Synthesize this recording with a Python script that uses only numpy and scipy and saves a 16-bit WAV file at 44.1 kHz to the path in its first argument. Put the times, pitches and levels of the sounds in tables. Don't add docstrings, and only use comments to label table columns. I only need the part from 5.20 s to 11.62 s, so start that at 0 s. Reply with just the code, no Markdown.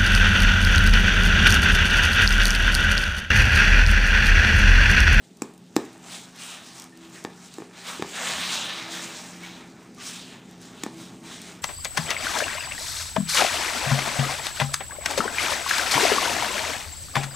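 import sys
import numpy as np
from scipy import signal
from scipy.fft import rfft, irfft
from scipy.io import wavfile

SR = 44100
rng = np.random.default_rng(int(sys.argv[2]) if len(sys.argv) > 2 else 0)


def undo_db(level):
    steps = np.asarray(level, float) / 20
    return 10 ** steps


def materialize(psi):
    bounded = np.clip(np.atleast_2d(psi).T, -1, 1)
    quanta = np.round(bounded * 32767).astype(np.int16)
    wavfile.write(sys.argv[1], SR, quanta)


N = 283115


def rms_one(x):
    return x / np.sqrt(np.mean(x ** 2) + 1e-20)


def in_time(rows):
    s, *columns = np.transpose(rows)
    return [np.interp(np.arange(N) / SR, s, c) for c in columns]


def coloured(x, spectrum):
    hz = np.maximum(np.arange(N // 2 + 1) * SR / N, 1)
    points = np.array(spectrum)
    db = np.interp(np.log(hz), np.log(points[:, 0]), points[:, 1], left=-60, right=-60)
    return rms_one(irfft(rfft(x) * undo_db(db), N))


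def drift(rate_hz):
    r = np.exp(-80 * np.pi * rate_hz / SR)
    noise = rng.standard_normal(N // 40 + 2002)
    slow = signal.lfilter([1], [1, -2 * r, r * r], noise)[2000:]
    return np.interp(np.arange(N) / 40, np.arange(len(slow)), rms_one(slow))


def ring(clicks, hz, t60):
    r, w = undo_db(-60 / (t60 * SR)), 2 * np.pi * hz / SR
    return signal.lfilter([0, np.sin(w)], [1, -2 * r * np.cos(w), r * r], clicks + 1e-18)


# f/Hz, level/dB before each knock's own chance, t60/s
PAN_MODES = [(430, -18, 0.016), (864, -26, 0.017), (1190, -16.5, 0.0062), (1840, -26.5, 0.013),
             (2460, -16.5, 0.0038), (3820, -20, 0.0065), (4800, -29, 0.0068), (5460, -30, 0.0081),
             (7250, -23.5, 0.01), (7900, -21, 0.0068), (9330, -18.5, 0.0026)]
# t/s, snap level/dB, snap half-width/ms, thump level/dB, thump f/Hz, chatter level/dB before its band filter
BLADE_KNOCKS = [(0.2208, -18, 0.054, -19.5, 270, -18.5), (0.565, -12, 0.11, -9, 299, -12),
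                (2.0497, -17, 0.057, -33, 270, -34), (2.3844, -32.5, 0.14, -27.5, 334, -36),
                (2.403, -39, 0.16, -32.5, 289, -45), (2.4212, -34, 0.14, -35, 387, -50),
                (2.796, -42, 0.24, -23, 360, -47), (2.8241, -13.5, 0.058, -55, 377, -27),
                (5.6362, -29, 0.075, -23.5, 292, -16), (5.6640, -27, 0.15, -25.5, 241, -35)]


def knocks():
    size, lead = 8192, 0.002
    out = np.zeros(N + size)
    t = np.arange(size) / SR - lead
    chatter_band = signal.butter(1, [4500, 10500], "band", fs=SR, output="sos")
    for s, snap_db, snap_ms, thump_db, thump_hz, chatter_db in BLADE_KNOCKS:
        snap = -np.exp(-(1000 * t / snap_ms) ** 2)
        swell = np.where(t < 0, np.exp(t / 0.00063), np.exp(-t / 0.0012))
        chatter = signal.sosfilt(chatter_band, rng.standard_normal(size) * swell)
        edge = undo_db(snap_db) * snap + undo_db(chatter_db) * chatter

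        modes = np.zeros(size)
        for hz, db, t60 in PAN_MODES:
            chance_db = rng.normal(0, 2)
            modes += undo_db(db + chance_db) * ring(edge, hz, t60)

        push = np.exp(-((t - 0.0002) / 0.0002) ** 2)
        swing = ring(ring(push, thump_hz, 0.0028), thump_hz, 0.03)
        tail = undo_db(-56) * ring(push, 0.81 * thump_hz, 0.21)
        thump = swing / np.abs(swing).max() + tail

        at = round((s - lead) * SR)
        out[at:at + size] += edge + modes + undo_db(thump_db) * thump
    return out[:N]


# t/s, level/dB of the click that starts each noise burst
CRUST_TICKS = [(0.1707, -39), (0.338, -42), (0.378, -41.5), (0.558, -33), (0.6515, -35), (0.73, -39),
               (0.821, -48), (1.1613, -36.5), (1.5986, -27.5), (1.621, -28), (1.6414, -32), (1.774, -38),
               (1.899, -41), (2.0404, -30.5), (2.3396, -31), (4.2333, -41), (4.7476, -42), (4.7845, -46.5),
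               (5.311, -39), (5.4156, -39), (6.2174, -27.5)]


def crust():
    faint_db = -57 + 3.5 * np.minimum(rng.exponential(1, N), 3)
    clicks = (rng.random(N) < 40 / SR) * undo_db(faint_db)
    clicks[[round(s * SR) for s, db in CRUST_TICKS]] = undo_db(np.array(CRUST_TICKS)[:, 1])
    fading = signal.lfilter([1], [1, -np.exp(-1 / (0.0014 * SR))], clicks + 1e-18)
    bursts = fading * rng.standard_normal(N)
    return signal.sosfilt(signal.butter(2, [4200, 12000], "band", fs=SR, output="sos"), bursts)


# t/s, fade time constant/s, f/Hz, starting level/dB (rms)
CHEESE_SQUEAKS = [(1.723, 0.033, 1820, -55), (4.233, 0.055, 2240, -43), (4.778, .07, 1190, -50)]


def squeaks():
    t, out = np.arange(N) / SR, np.zeros(N)
    for s, fade_s, hz, db in CHEESE_SQUEAKS:
        fade = (t > s) * np.exp(-np.maximum(t - s, 0) / fade_s)
        out += undo_db(db) * fade * rms_one(ring(rng.standard_normal(N), hz, 0.13))
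    return out


def table_bump():
    t = np.arange(N) / SR
    since = np.maximum(t - 3.14, 0) / 0.026
    return undo_db(-40) * since * np.exp(1 - since) * np.sin(2 * np.pi * 77 * t)


# peak t/s, rise to the peak from 10 dB below/ms, fall by 10 dB/ms, swish level/dB, weave over swish level/dB
ARM_STROKES = [(0.04, 40, 41, -73, 11.5), (0.24, 40, 110, -62.5, 5.5), (0.4, 80, 80, -75, -2),
               (0.599, 33, 88, -49, -1.5), (0.74, 80, 100, -60, 2.5), (0.941, 78, 106, -44, 4),
               (1.23, 62, 92, -42.5, 1.5), (1.31, 70, 112, -41.5, -2.5), (1.47, 90, 93, -49, 0.5),
               (1.58, 64, 70, -51, 5), (1.645, 40, 47, -56, -5), (1.775, 53, 52, -58, -7),
               (1.85, 59, 58, -53, 0), (1.96, 57, 105, -49.5, 1.5), (2.11, 50, 70, -57.5, -2),
               (2.25, 77, 73, -54.5, 4), (2.35, 56, 102, -52, 1), (2.59, 45, 90, -46.5, -2.5),
               (2.685, 43, 120, -38, 1), (2.89, 48, 70, -49, 6.5), (2.97, 51, 100, -38.5, -0.5),
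               (3.08, 89, 98, -30, -1.5), (3.21, 85, 154, -31.5, -3), (3.339, 68, 57, -30.5, -1.5),
               (3.42, 102, 310, -34.5, -5.5), (3.74, 45, 90, -39, 2), (3.83, 71, 150, -43.5, 4),
               (4.0, 150, 226, -47, 3), (4.249, 40, 102, -41.5, -4.5), (4.38, 90, 100, -50, -5),
               (4.64, 150, 133, -62, 1.5), (4.81, 21, 80, -45.5, -7), (4.865, 50, 100, -46, 8.5),
               (4.96, 90, 144, -43.5, -2), (5.13, 74, 80, -49, -7), (5.3, 150, 129, -62.5, 2),
               (5.43, 28, 130, -55.5, 4.5), (5.62, 130, 113, -48.5, -3.5), (5.799, 54, 90, -49.5, 4.5),
               (5.95, 90, 90, -62, 5), (6.07, 35, 60, -47.5, -1.5), (6.125, 53, 128, -43, -3.5),
               (6.29, 107, 98, -48.5, 1)]
STROKE_ROUNDNESS = 1.29
REST_DB, REST_WEAVE_DB = -71, 7


def strokes():
    t = np.arange(0, N + 64, 64) / SR
    swish, weave = undo_db(2 * REST_DB), undo_db(2 * (REST_DB + REST_WEAVE_DB))
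    for s, rise_ms, fall_ms, db, weave_db in ARM_STROKES:
        ms = 1000 * (t - s)
        away = np.where(ms < 0, -ms / rise_ms, ms / fall_ms)
        power = undo_db(2 * (db - 10 * away ** STROKE_ROUNDNESS))
        swish = swish + power
        weave = weave + power * undo_db(2 * weave_db)
    return [np.interp(np.arange(N) / SR, t, 10 * np.log10(p)) for p in (swish, weave)]


def rub(spectrum, spread_db, patchy_db):
    sizes = undo_db(spread_db * np.minimum(rng.exponential(1, N), 4))
    slips = (rng.random(N) < 9000 / SR) * sizes
    return coloured(slips * rng.standard_normal(N), spectrum) * undo_db(patchy_db * drift(14.0))


# f/Hz, level/dB per Hz
FOLDS_COLOUR = [(350, -10.5), (600, 3), (750, 4.5), (1350, 2.5), (1900, 0.5), (3000, -3.5)]
# f/Hz, level/dB per Hz
SWISH_COLOUR = [(1000, -9.5), (1700, -7.5), (2400, -5), (3900, -4), (4600, -13.5), (7000, -14)]
# f/Hz, level/dB per Hz
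WEAVE_COLOUR = [(3000, 0.5), (4700, 3), (8000, 4), (10000, -3), (12000, -13), (13500, -9), (16000, -12.5)]
# t/s, level/dB
FOLD_DRAG = [(0.0, -54), (0.14, -56.5), (0.3, -50.5), (0.48, -55), (0.66, -50), (0.85, -50.5), (1.1, -50.5),
             (1.3, -53), (1.6, -51), (1.72, -56.5), (2.08, -49), (2.3, -55), (2.5, -51.5), (2.64, -50),
             (2.7, -44.5), (2.9, -49.5), (3.0, -39.5), (3.2, -46), (3.66, -46.5), (3.9, -45), (4.2, -50.5),
             (4.28, -56), (4.4, -49), (4.6, -51.5), (4.95, -56), (5.2, -51.5), (5.6, -53), (6.0, -51),
             (6.13, -54.5), (6.42, -51.5)]
DRAG_FOLLOWS, DRAG_PIVOT_DB = 0.47, -49


def sleeve():
    swish_db, weave_db = strokes()
    folds_db = in_time(FOLD_DRAG)[0] + DRAG_FOLLOWS * (swish_db - DRAG_PIVOT_DB)
    cloth = undo_db(swish_db) * rub(SWISH_COLOUR, 0.65, 0.4)
    cloth += undo_db(folds_db) * rub(FOLDS_COLOUR, 2.3, 0.35)
    cloth += undo_db(weave_db) * rub(WEAVE_COLOUR, 0.49, 0.31)
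    return undo_db(0.18 * drift(16)) * cloth


def shifting_folds(x, patchy_db):
    out = x.copy()
    edges = 500 * 2 ** np.arange(0, 4.4, 1 / 3)
    for low, high in zip(edges, edges[1:]):
        band = signal.sosfilt(signal.butter(1, [low, high], "band", fs=SR, output="sos"), x)
        out += (undo_db(patchy_db * drift(5.9)) - 1) * band
    return out


def kitchen(x):
    t60, treble_t60 = 0.31, 0.13
    t = np.arange(SR // 2) / SR
    low = signal.sosfilt(signal.butter(1, 1500, fs=SR, output="sos"), rng.standard_normal(len(t)))
    bright = undo_db(-2.5) * rng.standard_normal(len(t))
    echoes = low * undo_db(-60 * t / t60) + bright * undo_db(-60 * t / treble_t60)
    echoes *= np.clip((t - 0.004) / 0.0023, 0, 1)
    return signal.fftconvolve(x, echoes / np.sqrt(np.sum(echoes ** 2)))[:N]


# t/s, gain level/dB
APPLIANCE_LEVEL = [(0.0, -53), (0.8, -49.5), (1.7, -51.5), (2.04, -49.5), (2.4, -51.5), (3.2, -43.5),
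                   (3.7, -46), (5.15, -47), (5.81, -44), (6.42, -46.5)]
# f/Hz, level/dB per Hz
RUMBLE_SPECTRUM = [(15, -22), (40, 0), (92, -9.5), (130, -2.5), (174, -6.5), (215, -1.5), (256, -3),
                   (325, -12.5), (410, -7), (479, -17), (600, -19), (900, -19)]
# f/Hz, peak level/dB under the same gain, waver spread/dB
HUM_TONES = [(178, -2.5, 2.35), (254.5, -7.5, 2), (330.4, -9, 5.1)]


def appliance():
    t = np.arange(N) / SR
    out = coloured(rng.standard_normal(N), RUMBLE_SPECTRUM) * undo_db(-0.5)
    for hz, db, waver_db in HUM_TONES:
        phase = 2 * np.pi * hz * t + 0.22 * waver_db * drift(1.46)
        out += undo_db(db + waver_db * drift(2.74)) * np.sin(phase)
    return undo_db(in_time(APPLIANCE_LEVEL)[0]) * out


def microphone(x):
    notch_hz = 11160
    x = signal.sosfilt(signal.butter(2, 129, "high", fs=SR, output="sos"), x)
    for width_hz in (1880, 350):
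        x = signal.lfilter(*signal.iirnotch(notch_hz, notch_hz / width_hz, fs=SR), x)
    return signal.sosfilt(signal.ellip(10, 0.5, 27, 15350, fs=SR, output="sos"), x)


def scene():
    pan = knocks() + crust()
    cloth = shifting_folds(sleeve(), patchy_db=2.0)
    wet = kitchen(undo_db(-12.5) * pan + undo_db(-13.5) * cloth)
    mono = pan + cloth + wet + squeaks() + table_bump() + appliance()
    return np.array([mono, mono])


def low_pass(x):
    return signal.sosfilt(signal.butter(12, 16480, fs=SR, output="sos"), x)


def record(dry):
    hiss = undo_db(-76) * rng.standard_normal(N)
    mono = microphone(dry[0] + hiss)
    treble = signal.sosfilt(signal.butter(1, 7000, "high", fs=SR, output="sos"), mono)
    grain = undo_db(-29.5) * treble * rng.standard_normal(N)
    return low_pass(np.array([mono + grain, mono - grain]))


dry = scene()
out = record(dry)
materialize(out)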